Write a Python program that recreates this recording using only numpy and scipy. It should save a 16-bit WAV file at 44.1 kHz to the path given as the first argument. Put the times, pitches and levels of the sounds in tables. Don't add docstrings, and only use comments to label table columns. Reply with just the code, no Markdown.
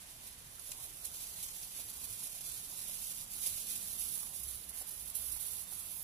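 import sys
import numpy as np
from scipy import signal
from scipy.io import wavfile
from scipy.ndimage import uniform_filter1d, minimum_filter1d

SR = 44100
rng = np.random.default_rng(int(sys.argv[2]) if len(sys.argv) > 2 else 0)


def boost_factor(decibels):
    exponent = np.asarray(decibels, float) / 20
    return 10 ** exponent


def generate_wav(signal):
    frames = np.transpose(np.atleast_2d(signal))
    scaled = np.clip(frames, -1, 1) * 32767
    pcm = np.round(scaled).astype(np.int16)
    wavfile.write(sys.argv[1], SR, pcm)


N = 265923


def rms_one(x):
    return x / np.sqrt(np.mean(x ** 2) + 1e-20)


def in_time(rows):
    s, *columns = np.transpose(rows)
    return [np.interp(np.arange(N) / SR, s, c) for c in columns]


def at_hz(points, hz):
    points_hz, level_db = np.transpose(points)
    return np.interp(np.log(hz), np.log(points_hz), level_db)


def drift(rate_hz):
    r = np.exp(-80 * np.pi * rate_hz / SR)
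    slow = signal.lfilter([1], [1, -2 * r, r * r], rng.standard_normal(N // 40 + 2002))[2000:]
    return np.interp(np.arange(N) / 40, np.arange(len(slow)), rms_one(slow))


def swells(rows):
    t = np.arange(N) / SR
    total_db = np.zeros(N)
    for crest_s, height_db, rise_s, fall_s in rows:
        corners_s = [crest_s - max(rise_s, .002), crest_s, crest_s + max(fall_s, .002)]
        total_db += np.interp(t, corners_s, [0, height_db, 0])
    return total_db


def resonance(x, hz, width_hz):
    r = np.exp(-np.pi * width_hz / SR)
    return signal.lfilter([(1 - r * r) / 2, 0, (r * r - 1) / 2], [1, -2 * r * np.cos(2 * np.pi * hz / SR), r * r], x)


def modes(x, table):
    return sum(boost_factor(db) * resonance(x, hz, width) * (-1) ** k for k, (hz, width, db) in enumerate(table))


# time_s, level_db
RIM_HEAT = [(0, -56.5), (.53, -58.5), (.66, -54), (1.03, -54), (1.14, -53), (1.93, -54.5), (2.42, -52.5),
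            (2.65, -49.5), (3.04, -46), (3.22, -48), (4.1, -47.5), (4.32, -53), (4.5, -45.5), (4.68, -56),
            (5.146, -49), (5.156, -46), (5.64, -46.5), (6.03, -51)]
# crest_s, over_heat_db, rise_s, fall_s
BOIL_SURGES = [(.244, 5.5, 0.028, 0.075), (.6, 1.5, 0.097, .005), (.67, 1.5, 0.074, 0.016),
               (.72, 8, 0.014, 0.026), (.84, 6, 0.074, 0.04), (1.435, 5, .012, .015),
               (1.055, 9.5, 0.021, 0.036), (1.24, 3.5, 0.13, 0.039), (1.44, 3.5, 0.17, 0.18),
               (1.65, 5, 0.11, 0.013), (1.8, 7, 0.14, 0.064), (1.9, 8, 0.039, 0.017),
               (2.05, 7.5, 0.14, 0.018), (2.14, 7, 0.12, 0.041), (2.25, 8.5, 0.084, 0.062),
               (2.33, 5.5, 0.019, 0.084), (2.45, 5.5, 0.023, 0.16), (3.35, 2, .04, 0.018),
               (3.47, 8, .1, 0.05), (3.62, 3.5, 0.18, 0.011), (3.71, 8.5, 0.033, 0.038),
               (3.76, 7.5, 0.01, 0.011), (3.83, 3, 0.032, 0.13), (4.02, 8.5, 0.036, 0.084),
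               (4.14, 7, 0.056, 0.4), (4.35, 4, 0.013, 0.073), (4.82, 10, 0.16, 0.01),
               (4.89, 8.5, 0.038, 0.084), (5.078, 3, .012, .015), (5.154, 7, 0.0043, 0.022),
               (4.649, 4.5, .005, 0.0028), (4.692, 8.5, 0.0087, 0.014), (4.915, 0, .008, 0.0073),
               (5.102, 9, .004, .004), (5.143, 3, .004, .005), (5.27, 2.5, 0.022, 0.044),
               (5.325, 6, .015, 0.018), (5.41, 3, .025, 0.1), (5.48, 2.5, 0.016, 0.018),
               (5.54, 0.5, .015, .015), (5.635, 0.5, .012, .01), (3.433, 3, .005, .01),
               (3.461, 2, .004, .006), (3.474, 4, .004, .005), (3.499, 4, .004, .006),
               (.709, 3, .003, .002), (2.95, 1.5, 0.046, .05)]
# crest_s, change_db, rise_s, fall_s
BOIL_SWINGS = [(.604, -1, .004, 0.024), (0.724, -15, 0.0037, 0.0054), (3.26, -8.5, 0.034, 0.065),
               (3.67, -1.5, 0.044, 0.016), (4.47, -4.5, 0.1, 0.019), (4.85, 0, .02, .02),
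               (.61, 0, .008, .012), (.897, 2.5, .01, 0.014), (1.01, -1, .03, .02),
               (2.67, -3.5, 0.022, 0.023), (4.32, -3, .04, .015), (4.658, -2, .005, 0.012),
               (4.722, -6, .015, 0.018), (4.9, -9, 0.0055, 0.0088), (5.0, 1.5, .06, .06),
               (5.135, -7.5, 0.04, .012), (5.65, -8, .01, 0.066)]


def boil_db():
    return in_time(RIM_HEAT)[0] + swells(BOIL_SURGES + BOIL_SWINGS)


def boil_trend_db():
    return uniform_filter1d(boil_db(), size=4410) + 50


def boil_level():
    return np.sqrt(boost_factor(boil_db()) ** 2 + flare_power())


# left_port_lag_samples, level_db
PAN_SPOTS = [(16, -1), (14.5, -2), (30, -2), (8, -3.5), (-1.5, -3.5), (-12.5, -1.5), (-22, -1), (38.5, -6),
             (30, -25), (-34.5, -3.5)]


def steam_bursts(per_s, spread_db, flurry_db):
    out = np.zeros((2, N))
    for lag, spot_db in PAN_SPOTS:
        at = np.flatnonzero(rng.random(N) < per_s / SR)
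        size, sign = rng.random((2, len(at)))
        bursts = np.zeros(N)
        bursts[at] = boost_factor(spread_db * np.minimum(-np.log(size), 5)) * np.sign(sign - .5)
        bursts *= boost_factor(spot_db + flurry_db * drift(21.0))
        out += [np.roll(bursts, round(lag)), bursts]
    rim_flutter_db = 0.79 * drift(38.0) + 0.3 * drift(92)
    return rms_one(out) * boost_factor(rim_flutter_db)


# freq_hz, density_db
BURST_COLOUR = [(700, -14), (1400, -19.5), (2200, -10.5), (3700, -3.5), (5200, -3), (6500, -1), (8500, -4),
                (12000, -1), (15500, -5.5)]


def burst_colour(x):
    hz = np.linspace(0, SR / 2, 257)
    shape = signal.firwin2(127, hz, boost_factor(at_hz(BURST_COLOUR, hz + 1)), fs=SR)
    return signal.fftconvolve(x, shape[None] / np.sqrt(np.sum(shape ** 2)), mode="same", axes=1)


# crest_s, above_11khz_db, rise_s, fall_s
MEAT_FIZZ = [
    (2.5, -2.5, 0.42, .6),
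    (5.17, 4.5, 0.03, .5),
    (6.03, 10, 0.19, .1),
]
BRIGHT_DB, BRIGHT_PER_BOIL_DB = -1.5, -0.015
COLD_DULL_DB, WARM_AT_S, WARM_UP_S = -4, 0.56, 0.13


def brightness_db():
    cold_share = np.clip((WARM_AT_S - np.arange(N) / SR) / WARM_UP_S, 0, 1)
    return BRIGHT_DB + COLD_DULL_DB * cold_share + BRIGHT_PER_BOIL_DB * boil_trend_db() + swells(MEAT_FIZZ)


# time_s, left_minus_right_top_octave_db
PORT_TURN = [(0, -8), (1.06, -8.5), (1.16, -4.5), (2.0, -8), (2.62, -8), (3.59, -8), (3.81, -8),
             (4.05, -12.5), (4.77, -14), (6.03, -13)]
# freq_hz, width_hz, level_db
WOK_WALL = [(2460, 44, -2), (3295, 54, -3.5), (4060, 27, -4), (5860, 27, -6), (9740, 75, -4),
            (10780, 44, -8), (10650, 110, -7), (11350, 300, -16), (12100, 54, -8)]
# freq_hz, width_hz, level_db
PORT_CAVITY = [(9780, 1750, 0.5), (10970, 980, 6), (12350, 1600, -2), (15500, 1400, -3.5)]


def sizzle():
    turn_db, = in_time(PORT_TURN)
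    bursts = boil_level() * boost_factor(turn_db + 8.0) * steam_bursts(1500, spread_db=-2.0, flurry_db=2.5)
    pan = burst_colour(bursts + spits())
    pan = pan + modes(pan, WOK_WALL)
    treble = signal.sosfiltfilt(signal.butter(2, 11500, "high", fs=SR, output="sos"), pan)
    left, right = pan + (boost_factor(brightness_db()) - 1) * treble
    return np.array([left, right + boost_factor(4.0 - turn_db) * modes(right, PORT_CAVITY)])


# freq_hz, correlation
PORT_LIKENESS = [(30, 1), (60, 0.65), (92, 0.83), (140, 0.97), (210, 0.91), (330, 0.68), (500, 0.9),
                 (770, 0.73), (1170, -0.28), (1790, -0.32), (2740, 0.088), (4190, -0.1), (6410, -0.033),
                 (9810, 0.72), (15000, 0.8)]


def banded_noise(spectrum, low_hz, count, patchy_db):
    out, edges = 0, low_hz * 2 ** (np.arange(count + 1) / 2)
    run_in = SR // 4
    white = rng.standard_normal((2, 2, N + run_in))
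    for k, (low, high) in enumerate(zip(edges, edges[1:])):
        band = signal.butter(2, [low, high], "band", fs=SR, output="sos")
        mid, side = signal.sosfilt(band, white[k % 2])[:, run_in:]
        hz = np.sqrt(low * high)
        alike = np.clip(at_hz(PORT_LIKENESS, hz), -1, 1)
        gain = boost_factor(at_hz(spectrum, hz) + patchy_db * drift(7.2))
        out = out + gain * (np.sqrt(1 + alike) * mid + np.sqrt(1 - alike) * side * [[1], [-1]])
    return rms_one(out)


# freq_hz, density_db
JET_SPECTRUM = [(900, -5), (1800, -20), (2600, -7.5), (3700, 1.5), (5200, -2), (6500, -3), (8500, -3.5),
                (12000, -8), (15500, -21)]


def flame_jet():
    jet_db = -56.5 + 0.53 * boil_trend_db()
    return boost_factor(jet_db) * banded_noise(JET_SPECTRUM, 1033, count=8, patchy_db=0.5)


# freq_hz, density_db
ROAR_SPECTRUM = [(120, -30), (200, -6), (355, -7), (747, -3.5), (1670, -4.5), (2390, -4.5), (2890, -7.5),
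                 (3500, -5), (4550, -35), (7700, -120)]


def flame_roar():
    return boost_factor(-62.5) * banded_noise(ROAR_SPECTRUM, 193.7, count=8, patchy_db=1.67)


# freq_hz, density_db
RUMBLE_SPECTRUM = [(8.8, -29), (25, 0), (37, -3.5), (60, -5.5), (97, -8.5), (145, -13.5), (173, -14),
                   (245, -22), (300, -17), (390, -55), (660, -120)]
# crest_s, lift_db, rise_s, fall_s
RUMBLE_SWELLS = [
    (.48, 1, 0.36, 0.17),
    (1.8, 2, 0.065, 0.054),
    (2.0, 2.5, 0.065, 0.29),
    (3.53, 1.5, 0.076, 0.077),
    (4.13, 5, 0.44, 0.027),
    (4.52, 1.5, 0.4, .2),
]


def air_rumble():
    return boost_factor(-60.5 + swells(RUMBLE_SWELLS)) * banded_noise(RUMBLE_SPECTRUM, 23.5, count=8, patchy_db=2.0)


# start_s, peak_db, pitch_hz
GROUND_THUMPS = [(0.45, -60, 119), (0.4, -57, 92), (1, -50, 51), (3.38, -56, 62), (2.1, -50, 99),
                 (3.51, -52, 91), (4.5, -52, 41), (4.092, -57, 135), (4.4, -57, 93), (4.798, -74, 72)]


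def thumps():
    out, t = np.zeros(N), np.arange(6000) / SR
    for start_s, peak_db, pitch_hz in GROUND_THUMPS:
        i = round(start_s * SR)
        envelope = (1 - np.exp(-t / .008)) * np.exp(-t / .025)
        out[i:i + len(t)] += boost_factor(peak_db + 3) * np.sin(2 * np.pi * pitch_hz * t) * envelope
    return out


# start_s, peak_db, pitch_hz
BROTH_PLOPS = [(0.584, -56, 1390), (0.691, -58, 570), (1.788, -56.5, 730), (1.798, -56, 670),
               (2.891, -56.5, 614), (4.227, -55, 1150), (4.812, -52.5, 760), (4.819, -58, 486),
               (5.361, -57.5, 910), (5.722, -54, 790)]


def plops():
    out, t = np.zeros(N), np.arange(1500) / SR
    for start_s, peak_db, hz in BROTH_PLOPS:
        puff = rng.standard_normal(len(t)) * np.exp(-t / 0.0068)
        slap = resonance(puff, hz, 300) - 0.21 * resonance(puff, 2.0 * hz, 300)
        slap += .5 * resonance(puff, 0.8 * hz, 300)
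        bubble = np.sin(2 * np.pi * hz * t) * (1 - np.exp(-t / 0.0022)) * np.exp(-t / 0.0069)
        i = round(start_s * SR)
        out[i:i + len(t)] += boost_factor(peak_db) * (1.4 * slap / np.abs(slap).max() + bubble)
    return out


# start_s, peak_db, length_s
METAL_FLARES = [
    (0.588, -51, 0.012),
    (0.6644, -48, 0.012),
    (1.426, -35, 0.0096),
    (2.407, -35, 0.012),
    (4.431, -33, 0.019),
    (4.643, -43, 0.0055),
    (5.5917, -35.5, 0.012),
    (5.84, -52, 0.011),
]


def flare_power():
    power, t = np.zeros(N), np.arange(4000) / SR
    for start_s, peak_db, length_s in METAL_FLARES:
        i = round(start_s * SR)
        flare = boost_factor(peak_db - 8.5) * (1 - np.exp(-t / 0.0011)) * np.exp(-t / max(length_s, .003))
        power[i:i + len(t)] += flare[:N - i] ** 2
    return power


# start_s, peak_db, left_minus_right_db, pitch_hz
LARGE_SPITS = [(0.716, -24.5, 6.5, 7620), (1.048, -41, 0.5, 7100), (1.4313, -54, 0, 3770),
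               (1.4852, -30.5, 11, 6300), (1.629, -29.5, 0, 5600), (2.0494, -46, -1, 6380),
               (2.2494, -42, 2, 5950), (3.21, -34.5, -8, 5600), (3.429, -52, -6, 5600),
               (3.7, -41, -5, 7700), (4.015, -31, -7, 7400), (4.637, -38.5, -12, 4360),
               (5.154, -39.5, -7, 5800), (0.593, -37, -7, 10800), (0.6685, -45, -6, 11800)]
# delay_s, pitch_share, size_share
FALLING_DROPS = [
    (.0019, 0.44, 0.11),
    (.0032, 0.493, 0.083),
    (.0045, .95, .2),
    (.0072, .32, 0.45),
]


def spits():
    out, t = np.zeros((2, N)), np.arange(900) / SR
    for start_s, peak_db, pan_db, hz in LARGE_SPITS:
        swell = np.exp(-((t - .0012) / 0.00034) ** 2) + 0.69 * np.exp(-((t - .0018) / 0.0002) ** 2)
        ring = np.sin(2 * np.pi * hz * t)
        ring += 0.43 * np.sin(1.6 * np.pi * hz * t) + 0.2 * np.sin(np.pi * hz * t)
        spray = rng.standard_normal((2, len(t))) * np.exp(-t / 0.0044) * (t > .002)
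        spray = resonance(spray, 0.48 * hz, 5600)
        drops = np.zeros(len(t))
        for delay_s, share, size in FALLING_DROPS:
            drops += size * np.exp(-((t - delay_s) / 0.00038) ** 2) * np.sin(2 * np.pi * share * hz * t)
        gain = boost_factor(peak_db - 7.0 + pan_db / 2 * np.array([[1], [-1]]))
        i = round(start_s * SR)
        out[:, i:i + len(t)] += gain * (0.46 * swell * ring + spray + drops)
    return out


# start_s, end_s, pitch_hz, level_db
LORRY_TONES = [
    (4.36, 4.63, 63.4, -56.5),
    (4.63, 4.74, 62.1, -61),
    (4.76, 4.86, 62.6, -59),
    (4.97, 5.13, 63.8, -59.5),
    (5.13, 5.4, 63.9, -57.5),
    (5.46, 5.65, 65.1, -62),
    (4.9, 5.2, 57.4, -70),
]
PUMP_LOW_TONES = [
    (2.2, 4.02, 172.1, -72.5),
    (4.05, 4.2, 174, -81),
    (4.25, 4.5, 179, -78),
    (5.2, 6.6, 175.5, -71.5),
]
PUMP_HIGH_TONES = [
    (2.3, 4.74, 214, -73.5),
    (4.9, 5.4, 219.5, -75.5),
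]


def engine(rows, waver_db):
    t, out = np.arange(N) / SR, 0
    for start_s, end_s, pitch_hz, level_db in rows:
        along = (t - start_s) / (end_s - start_s)
        fade = np.clip(np.minimum(along, 1 - along) / 0.25, 0, 1)
        out = out + boost_factor(level_db) * fade * np.sin(2 * np.pi * pitch_hz * t)
    return np.sqrt(2) * boost_factor(waver_db * drift(25.0)) * out


def scene():
    engines = engine(LORRY_TONES, 1.8) + engine(PUMP_LOW_TONES, 0.47) + engine(PUMP_HIGH_TONES, 2.0)
    return sizzle() + flame_jet() + flame_roar() + air_rumble() + thumps() + plops() + engines


# freq_hz, share_quiet_top, share_loud_top
STARVED_SUM = [(1300, 0, 0), (1700, .1, .5), (2000, .1, .7), (2400, .05, .2), (2900, .9, 1.1),
               (3400, .7, .8), (4200, 1.7, 1.4), (4800, .8, .6), (5300, 1.4, .9), (5900, .1, .2),
               (6500, .05, .4), (7200, .05, .3), (7700, 0, 0)]
# freq_hz, share_quiet_top, share_loud_top
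STARVED_DIFFERENCE = [(2000, 0, 0), (2500, 1.5, .8), (3000, .9, 1), (3900, .5, 1.6), (4400, .4, 1),
                      (4800, .2, .4), (5300, 1.3, 1.4), (5800, .3, .4), (6300, 0, 0)]
VANISHING_STRIPS = [
    (.006, 4, 3),
    (.006, 6, 2),
    (.002, 11, 2),
    (.004, 12, 1),
]
WEAK_SHARE = .35


def starve(cells, hz, starved, quiet, loud):
    starved_hz, if_quiet, if_loud = np.transpose(starved)
    share = np.outer(np.interp(hz, starved_hz, if_quiet), quiet)
    share += np.outer(np.interp(hz, starved_hz, if_loud), loud)
    power = uniform_filter1d(uniform_filter1d(cells ** 2, size=5, axis=0), size=2, axis=1)
    local = uniform_filter1d(uniform_filter1d(power, size=31, axis=0), size=9, axis=1)
    cells *= power >= WEAK_SHARE * np.sqrt(share) * local
    for chance, bins, frames in VANISHING_STRIPS:
        seeds = 1. * (rng.random(share.shape) >= chance * share)
        cells *= minimum_filter1d(minimum_filter1d(seeds, bins, axis=0), frames, axis=1)


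# centre_s, centre_hz, width_hz, length_s
LOST_SUM_BANDS = [(.83, 4600, 400, .05), (1.49, 4010, 250, .03), (1.76, 4000, 300, .05),
                  (1.85, 5330, 250, .06), (2.24, 4450, 350, .03), (2.39, 4620, 250, .04),
                  (2.87, 4450, 300, .05), (3.05, 1800, 200, .03), (3.46, 1430, 200, .03),
                  (3.91, 2020, 200, .03), (4.05, 1950, 250, .03), (4.28, 5450, 250, .03),
                  (4.35, 3000, 250, .03), (4.37, 4180, 250, .04), (4.49, 4900, 250, .03),
                  (4.49, 2850, 250, .03), (4.81, 3260, 250, .03), (5.255, 3880, 250, .03),
                  (4.73, 4080, 300, .06), (4.81, 6600, 250, .03), (4.84, 6320, 300, .03),
                  (5.03, 6700, 250, .03), (5.185, 6600, 450, .03), (5.255, 4900, 350, .03),
                  (5.32, 3150, 300, .03), (5.35, 6600, 450, .03), (5.47, 6550, 350, .04),
                  (5.58, 6550, 450, .04), (5.73, 6600, 400, .03), (5.82, 2980, 250, .05),
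                  (5.845, 6600, 500, .06)]


def phone_dropouts(x):
    hop, lead = 1024, 1214
    n, k = np.arange(2 * hop) + .5, np.arange(hop) + .5
    window = np.sin(np.pi * n / (2 * hop))[:, None]
    basis = np.sqrt(2 / hop) * window * np.cos(np.pi / hop * np.outer(n + hop / 2, k))
    padding = ((0, 0), (lead, 2 * hop - (lead + N) % hop))
    blocks = np.pad([x[0] + x[1], x[0] - x[1]], padding).reshape(2, -1, hop)
    cells = (np.concatenate([blocks[:, :-1], blocks[:, 1:]], axis=2) @ basis).transpose(0, 2, 1)
    hz = k * SR / (2 * hop)
    s = ((np.arange(cells.shape[2]) + 1) * hop - lead) / SR
    top_db = 10 * np.log10((cells[:, hz > 9000] ** 2).sum((0, 1)) + 1e-20)
    top_db = uniform_filter1d(top_db, size=25)
    top_db = top_db - top_db.mean()
    quiet = np.interp(top_db, [-8, -3, 1], [0, 1, 0])
    loud = np.interp(top_db, [-8, -3, 1], [0, 0, 1])
    starve(cells[0], hz, STARVED_SUM, quiet, loud)
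    starve(cells[1], hz, STARVED_DIFFERENCE, quiet, loud)
    for centre_s, centre_hz, width_hz, length_s in LOST_SUM_BANDS:
        in_band = np.abs(hz - centre_hz) < width_hz / 2
        in_span = np.abs(s - centre_s) < length_s / 2 + .008
        cells[0][np.ix_(in_band, in_span)] = 0
    frames = cells.transpose(0, 2, 1) @ basis.T
    joined = (frames[:, 1:, :hop] + frames[:, :-1, hop:]).reshape(2, -1)
    mid, side = joined[:, lead - hop:lead - hop + N] / 2
    return np.array([mid + side, mid - side])


def roll_off(x):
    return signal.sosfilt(signal.butter(12, 15560, fs=SR, output="sos"), x)


# freq_hz, width_hz, level_db
LEFT_PORT_BUMPS = [(3610, 190, -9.5), (7400, 1500, -10.5)]


def record(dry):
    bumps = sum(boost_factor(db) * resonance(dry[0], hz, width) for hz, width, db in LEFT_PORT_BUMPS)
    ports = signal.lfilter(*signal.butter(1, 50, "high", fs=SR), [dry[0] + bumps, dry[1]])
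    cut = signal.sosfilt(signal.ellip(12, .5, 80, 15560, fs=SR, output="sos"), ports)
    mix = phone_dropouts(cut)
    return roll_off(mix)


dry = scene()
out = record(dry)
generate_wav(out)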